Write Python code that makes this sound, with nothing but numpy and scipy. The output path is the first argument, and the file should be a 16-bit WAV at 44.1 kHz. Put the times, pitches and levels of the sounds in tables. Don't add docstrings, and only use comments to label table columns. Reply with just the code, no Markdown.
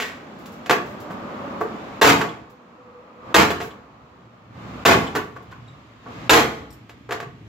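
import sys
import numpy as np
from scipy import signal
from scipy.fft import rfft, irfft, next_fast_len
from scipy.io import wavfile
from scipy.ndimage import uniform_filter1d, minimum_filter1d

SR = 44100
rng = np.random.default_rng(int(sys.argv[2]) if len(sys.argv) > 2 else 0)


def generate_wav(signal):
    frames = np.transpose(np.atleast_2d(signal))
    scaled = np.clip(frames, -1, 1) * 32767
    pcm = np.round(scaled).astype(np.int16)
    wavfile.write(sys.argv[1], SR, pcm)


N = 329868
SIZE = 65536
HZ = np.fft.rfftfreq(SIZE, 1 / SR)
T = np.arange(SIZE) / SR


def amp(db):
    return 10 ** (np.asarray(db) / 20)


def unit(x):
    return x / np.sqrt(np.mean(x ** 2) + 1e-20)


def along(points, hz):
    pitches, values = np.transpose(points)
    return np.interp(np.log(hz + 1), np.log(pitches + 1), values)


def add(track, start_s, x):
    start = max(0, round(start_s * SR))
    track[:, start:start + SIZE] += x[..., :N - start]


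def filtered(x, response):
    n = x.shape[-1]
    padded = next_fast_len(n + 8192)
    return irfft(rfft(x, padded) * response(np.fft.rfftfreq(padded, 1 / SR)), padded)[..., :n]


def causal(db):
    cepstrum = irfft(db * np.log(10) / 20)
    fold_forward = np.r_[1, np.full(SIZE // 2 - 1, 2), 1, np.zeros(SIZE // 2 - 1)]
    return np.exp(rfft(cepstrum * fold_forward))


# pitch_hz, likeness (1 = the same)
STEREO_LIKENESS = [(30, 0.8), (110, 0.97), (280, 0.9), (550, 0.55), (1100, 0.036), (2500, 0), (6000, 0)]
def diffuse(pair):
    def blend(hz):
        angle = np.arccos(np.clip(along(STEREO_LIKENESS, hz), -1, 1)) / 2
        return np.array([np.cos(angle), np.sin(angle)])
    mid, side = filtered(pair, blend)
    return np.array([mid + side, mid - side])


def rush(spectrum, patchy_db):
    noise = signal.stft(rng.standard_normal((2, N)), nperseg=2048)[2]
    patches = uniform_filter1d(uniform_filter1d(rng.standard_normal(noise.shape[1:]), 4, 0), 10, 1)
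    pair = signal.istft(noise * amp(patchy_db * unit(patches)), nperseg=2048)[1][:, :N]
    return unit(filtered(diffuse(pair), lambda hz: amp(along(spectrum, hz))))


# nearest_s, half_power_after_s, roar_db, tyres_db
PASSING_CARS = [(1.45, 0.33, -32, -35), (3.301, 0.97, -36, -33.5), (5.6, 0.73, -39.5, -37.5)]
# pitch_hz, level_db
ROAR_TONE = [(25, -34.5), (60, -11), (130, -8), (230, 2), (400, -6), (560, -6), (800, -10), (1500, -15),
             (4000, -51)]
TYRE_TONE = [(100, -33), (500, -4), (900, -1.5), (1200, 4), (1500, -10), (2500, -16.5), (6000, -51)]
HISS_TONE = [(100, -23.5), (1000, 1), (2200, 2), (3500, -4), (5000, -11), (8000, -20.5), (12000, -27.5),
             (16000, -24.5)]
ENGINE_TONE = [(25, -58), (60, -5), (95, -9.5), (116, 2.5), (140, -7), (300, -12), (700, -59)]
# time_s, level_db
HISS_LEVELS = [(0, -50.5), (1.6, -45), (4.6, -44.5), (5.5, -39.5), (7.48, -42)]
ENGINE_LEVELS = [(0, -56.5), (1.6, -50), (3.5, -40.5), (7.48, -28.5)]
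def street(far_roar_db=-44, far_tyres_db=-48):
    t = np.arange(N) / SR
    nearest_s, width_s, roar_db, tyres_db = np.transpose(PASSING_CARS)
    nearness = 1 / (1 + ((t[:, None] - nearest_s) / width_s) ** 2)
    roar = np.sqrt(amp(far_roar_db) ** 2 + nearness @ amp(roar_db) ** 2)
    tyres = np.sqrt(amp(far_tyres_db) ** 2 + nearness ** 2 @ amp(tyres_db) ** 2)
    hiss = amp(np.interp(t, *np.transpose(HISS_LEVELS)))
    engine = amp(np.interp(t, *np.transpose(ENGINE_LEVELS)))
    cars = roar * rush(ROAR_TONE, patchy_db=0.5) + tyres * rush(TYRE_TONE, patchy_db=-0.5)
    return cars + hiss * rush(HISS_TONE, patchy_db=-1.5) + engine * rush(ENGINE_TONE, patchy_db=3.5)


# loudest_s, pitch_hz, glide_hz_per_s, level_db
VEHICLE_WHINES = [(1.3, 569, -51.5, -41), (3.049, 494, -1, -36)]
def vehicle_whine(rounded_top_s=0.081, fade_db_per_s=17.5):
    out = np.zeros(N)
    for loudest_s, hz, glide, db in VEHICLE_WHINES:
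        t = np.arange(N) / SR - loudest_s
        flutter = filtered(rng.standard_normal((2, N)), lambda f: 1 / (1 + (f / 16) ** 2))
        phase = 2 * np.pi * (hz * t + glide * t ** 2 / 2)
        fade_db = fade_db_per_s * (np.hypot(t, rounded_top_s) - rounded_top_s)
        out += amp(db - fade_db) * unit(flutter[0] * np.cos(phase) + flutter[1] * np.sin(phase))
    return out


def echo_tail(fades, build_s):
    hz, t, noise = signal.stft(rng.standard_normal((2, SIZE)), SR, nperseg=256)
    fading = noise * amp(-60 * t / along(fades, hz)[:, None])
    echoes = signal.istft(fading, SR, nperseg=256)[1][:, :SIZE]
    return unit(echoes * (1 - np.exp(-T / build_s))) / np.sqrt(SIZE)


# pitch_hz, fade_s (a fade_s is always the time to fall by 60 dB)
NEAR_ECHOES = [(100, 0.88), (500, 0.3), (2000, 0.34), (6000, 0.24), (14000, 0.18)]
FAR_ECHOES = [(100, 0.63), (1000, 0.68), (4000, 0.56), (14000, 0.41)]
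def yard(echo_db, near_db=4, far_db=-13, grit_hz=1500, grit_fade_s=0.051):
    grit = rfft(unit(rng.standard_normal(SIZE) * amp(-60 * T / grit_fade_s))) / np.sqrt(SIZE)
    bass = 1 / (1 + 1j * HZ / grit_hz)
    left_delay = np.exp(-2j * np.pi * HZ / SR * np.array([[1], [0]]))
    direct = (0.76 + 0.54 * bass + 1.71 * (1 - bass) * grit) * left_delay
    near = amp(near_db) * echo_tail(NEAR_ECHOES, build_s=0.0019)
    far = amp(far_db) * echo_tail(FAR_ECHOES, build_s=0.089)
    return direct + amp(echo_db) * rfft(diffuse(near + far))


def hit(force, tone, db, echo_db):
    carried = force * yard(echo_db)
    broad_power = uniform_filter1d(np.mean(np.abs(carried) ** 2, axis=0), size=300)
    even_out = causal(-10 * np.log10(np.abs(broad_power) + 1e-9))
    fade_out = np.clip(4 * (1.3 - T), 0, 1)
    sound = irfft(carried * even_out * tone) * fade_out
    return amp(db) * sound / np.sqrt(np.mean(sound[:, :SR // 25] ** 2))


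def snaps(fade_s, per_s, contact):
    chance, size = rng.random(SIZE), rng.standard_normal(SIZE)
    force = (chance < per_s / SR) * size * np.abs(size) ** 0.59 * amp(-60 * T / fade_s)
    force /= np.linalg.norm(force) + 1e-9
    force[0] += contact
    return rfft(force)


def ringing(notes):
    return rfft(sum(amp(db + rng.normal(0, 3.1) - 60 * T / fade_s) * np.sin(2 * np.pi * hz * T)
                    for hz, db, fade_s in notes))


# pitch_hz, level_db
CHIP_TONE = [(500, -34), (2000, -5), (5000, 1), (8000, -4), (13000, -1), (16000, 4)]
def patter(db, fade_s):
    return hit(snaps(fade_s, per_s=700, contact=0.76), causal(along(CHIP_TONE, HZ)), db, echo_db=3.5)


# start_s, level_db, fade_s
CHIP_TICKS = [(0.388, -54, .1), (.458, -46, .04), (.52, -50, 0.38), (.86, -50, 0.38), (1.002, -46, .03),
              (1.608, -45.5, .05), (2.498, -44, .015), (3.504, -20.5, .015), (3.628, -27, .17),
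              (5.154, -19.5, .012), (5.425, -47, .04)]
def chips():
    out = np.zeros((2, N))
    for start_s, db, fade_s in CHIP_TICKS:
        add(out, start_s, patter(db, fade_s))
    return out


# start_s, level_db
SHARD_CLICKS = [(2.289, -31), (3.504, -21), (3.707, -38), (5.07, -25.5)]
# pitch_hz, level_db, fade_s
SHARD_NOTES = [(3040, -2, .03), (3370, 1.5, 0.013), (3880, -8.5, 0.019), (7600, -9, 0.012)]
def shards():
    out = np.zeros((2, N))
    for start_s, db in SHARD_CLICKS:
        click = snaps(fade_s=0.022, per_s=800, contact=0.61)
        add(out, start_s, hit(click, ringing(SHARD_NOTES), db, echo_db=-6))
    return out


# pitch_hz, level_db, fade_s
ROD_NOTES = [(3820, 6, 0.034), (7600, -9, .025)]
SPRING_NOTES = [(5540, 5, 0.0057), (7250, -12, 0.013), (8100, -2, 0.015), (9450, -3, 0.023),
                (11940, 0, 0.017), (13300, 0, .008)]
PLATE_NOTES = [(1095, -7.5, 0.085), (1050, -9.5, 0.059), (1470, -4, 0.035)]
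BASKET_NOTES = [(1550, -2, .028), (1890, 2, 0.016), (2210, 2, .016), (2570, -11, .02)]
# start_s, level_db, fade_s, part (0 rod, 1 spring, 2 plate, 3 basket)
METAL_RATTLES = [(.001, -28.5, 0.51, 3), (5.172, -17, .08, 2), (5.363, -30, .05, 2), (5.524, -27.5, .06, 2),
                 (5.678, -41.5, 0.32, 0), (6.061, -50, .04, 2), (6.705, -38, 0.04, 1),
                 (6.726, -38, 0.039, 1)]
def metal_parts():
    out = np.zeros((2, N))
    for start_s, db, fade_s, part in METAL_RATTLES:
        notes = (ROD_NOTES, SPRING_NOTES, PLATE_NOTES, BASKET_NOTES)[round(part)]
        chatter = snaps(fade_s, per_s=540, contact=0.58)
        add(out, start_s, hit(chatter, ringing(notes), db, echo_db=-3))
    return out


def resonate(peaks, boost_db):
    return 1 + sum(amp(db + boost_db) * 1j * HZ * width / (hz * hz - HZ * HZ + 1j * HZ * width)
                   for hz, width, db in peaks)


# pitch_hz, width_hz, level_db
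AIR_PEAKS = [(426, 35, -3), (716.6, 18, -3.5)]
def air_inside(boom_db):
    return resonate(AIR_PEAKS, boom_db)


# pitch_hz, width_hz, level_db
SHELL_PEAKS = [(418, 190, 2), (453.5, 70, 2), (689, 45, 5.5), (887, 93, 0), (1124, 65, 4.5),
               (1372, 23, -15.5), (1586, 480, -0.5), (2070, 62, -22), (2530, 90, -8)]
# pitch_hz, level_db
CRACK_TONE = [(25, -32.5), (55, -11.5), (120, 0), (280, 2), (570, -0.5), (1100, 3), (2000, -3),
              (3300, -7.5), (5000, -12.5), (8000, -18), (12000, -20), (16000, -18)]
def shell(bass_db, treble_db, hollow_db):
    tilt_db = along([(170, bass_db), (400, 0.0025), (1300, 0.028), (2900, treble_db)], HZ)
    return resonate(SHELL_PEAKS, hollow_db) * causal(along(CRACK_TONE, HZ) + tilt_db)


# start_s, level_db, treble_db, boom_db
SHELL_TAPS = [(0.458, -48, 18, -15), (0.6607, -35.5, 9.5, -15), (1.607, -20.5, -15, 10),
              (3.5043, -9, 1, -5), (5.362, -24.5, -4.5, -3), (5.513, -31.5, 4, -15),
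              (6.062, -29.5, -21, -14), (6.894, -29.5, 8, -17.5), (7.091, -18, -6, 5),
              (7.202, -17.5, 2.5, 0), (7.228, -22, -3, -14)]
def taps():
    out = np.zeros((2, N))
    for start_s, db, treble_db, boom_db in SHELL_TAPS:
        tone = shell(bass_db=-13.5, treble_db=treble_db, hollow_db=7) * air_inside(boom_db)
        knock = snaps(fade_s=0.03, per_s=1700, contact=0.39)
        add(out, start_s, hit(knock, tone, db, echo_db=-2.5))
    return out


# start_s, level_db, bass_db, treble_db, gap_s, fade_s, boom_db, chips_db
RATTLE_AND_CLUNKS = [(.001, -26, -8, 13.5, 0.0056, 0.35, -27, -44),
                     (.696, -12.5, -0.5, 4.5, .012, 0.092, -13, -35),
                     (1.103, -33.5, 18, -6, 0.0052, 0.11, -14, -52),
                     (2.207, -7.5, -5, 3, .007, 0.044, -11.5, -41.5),
                     (3.603, -14.5, 6, 6, .005, .05, 9, -42), (5.151, -6, 8, 2.5, .006, 0.037, 2.5, -22),
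                     (7.109, -10.5, -9, 5, .012, .04, -3, -48)]
def rattle_and_clunks(first_db=-3.5):
    out = np.zeros((2, N))
    for start_s, db, bass_db, treble_db, gap_s, fade_s, boom_db, chips_db in RATTLE_AND_CLUNKS:
        tone = shell(bass_db, treble_db, hollow_db=7.5) * air_inside(boom_db)
        first = hit(snaps(fade_s=0.045, per_s=1500, contact=0.38), tone, db + first_db, echo_db=-9)
        second = hit(snaps(fade_s, per_s=1500, contact=0.5), tone, db, echo_db=-0.5)
        add(out, start_s, first)
        add(out, start_s + gap_s, second + patter(chips_db, fade_s=0.07))
    return out


# pitch_hz, level_db, fade_s
HEAD_NOTES = [(3630, -1.5, 0.019), (2686, -1, .02)]
THUD_NOTES = [(57.6, -12, 0.17), (79.6, -1.5, 0.23), (123, -8, .15)]
# start_s, level_db, bass_db, treble_db, shell_holds_s, fade_s, ping_db, thud_db
HAMMER_BLOWS = [(2.014, 9.5, 1, 2.5, 0.0039, 0.31, -5.5, -18.5),
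                (3.343, 11.5, 0.5, 3, 0.00093, 0.23, -5.5, -14), (4.8515, 15, 1.5, 3, .004, 0.14, 1.5, -33),
                (6.2947, 9, -2, 4, 0.00035, 0.28, -1.5, -13)]
def hammer(touch_db=-11, thud_delay_s=0.022):
    out = np.zeros((2, N))
    for start_s, db, bass_db, treble_db, shell_holds_s, fade_s, ping_db, thud_db in HAMMER_BLOWS:
        tone = shell(bass_db, treble_db, hollow_db=-3.5)
        touch = hit(snaps(fade_s=0.028, per_s=1500, contact=0.31), tone, db + touch_db, echo_db=7)
        crunch = hit(snaps(fade_s, per_s=750, contact=0.21), tone, db, echo_db=0)
        ping = hit(1, ringing(HEAD_NOTES), ping_db, echo_db=-19)
        thud = hit(1, ringing(THUD_NOTES), thud_db, echo_db=-12.5)
        add(out, start_s, touch)
        add(out, start_s + shell_holds_s, crunch + ping)
        add(out, start_s + thud_delay_s, thud)
    return out


def scene():
    smashing = hammer() + rattle_and_clunks() + taps() + shards() + chips() + metal_parts()
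    return (smashing + street() + vehicle_whine()) * amp([[-0.25], [0.25]])


def level_of(x, window_s):
    power = uniform_filter1d(np.mean(x ** 2, axis=0), int(window_s * SR) + 1)
    return 10 * np.log10(np.abs(power) + 1e-12)


def held(gain, hold_s):
    half = int(hold_s * SR / 2)
    return minimum_filter1d(gain, 2 * half + 1, origin=half, mode="nearest")


def automatic_volume(x, threshold_db=-7, depth_db=14, hold_s=1.077, release_s=0.087):
    cut_db = np.clip(threshold_db - level_of(x, window_s=0.029), -depth_db, 0)
    gain = held(amp(cut_db), hold_s)
    pole = np.exp(-1 / (release_s * SR))
    gliding = 1 + signal.lfilter([1 - pole], [1, -pole], gain - 1)
    return x * np.minimum(gain, gliding)


def limiter(x, ceiling_db=-9):
    cut_db = np.minimum(ceiling_db - level_of(x, window_s=0.0097), 0)
    gain = held(amp(cut_db), hold_s=0.0055)
    return x * uniform_filter1d(minimum_filter1d(gain, size=177), size=177)


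# pitch_hz, gain_db
MICROPHONE_TONE = [(5800, -2), (7300, 1.5), (8600, -9.5), (10000, -8.5), (12500, -1), (15500, -7.5)]
def record(dry):
    low_cut_hz, top_hz = 47, 15950
    x = filtered(dry, lambda hz: amp(along(MICROPHONE_TONE, hz)))
    x = limiter(automatic_volume(x))
    x = x / (1 + x ** 8) ** (1 / 8)
    x = signal.sosfilt(signal.butter(4, low_cut_hz, "highpass", fs=SR, output="sos"), x)
    return filtered(x, lambda hz: np.clip((top_hz - hz) / 200, 0, 1))


dry = scene()
out = record(dry)
generate_wav(out)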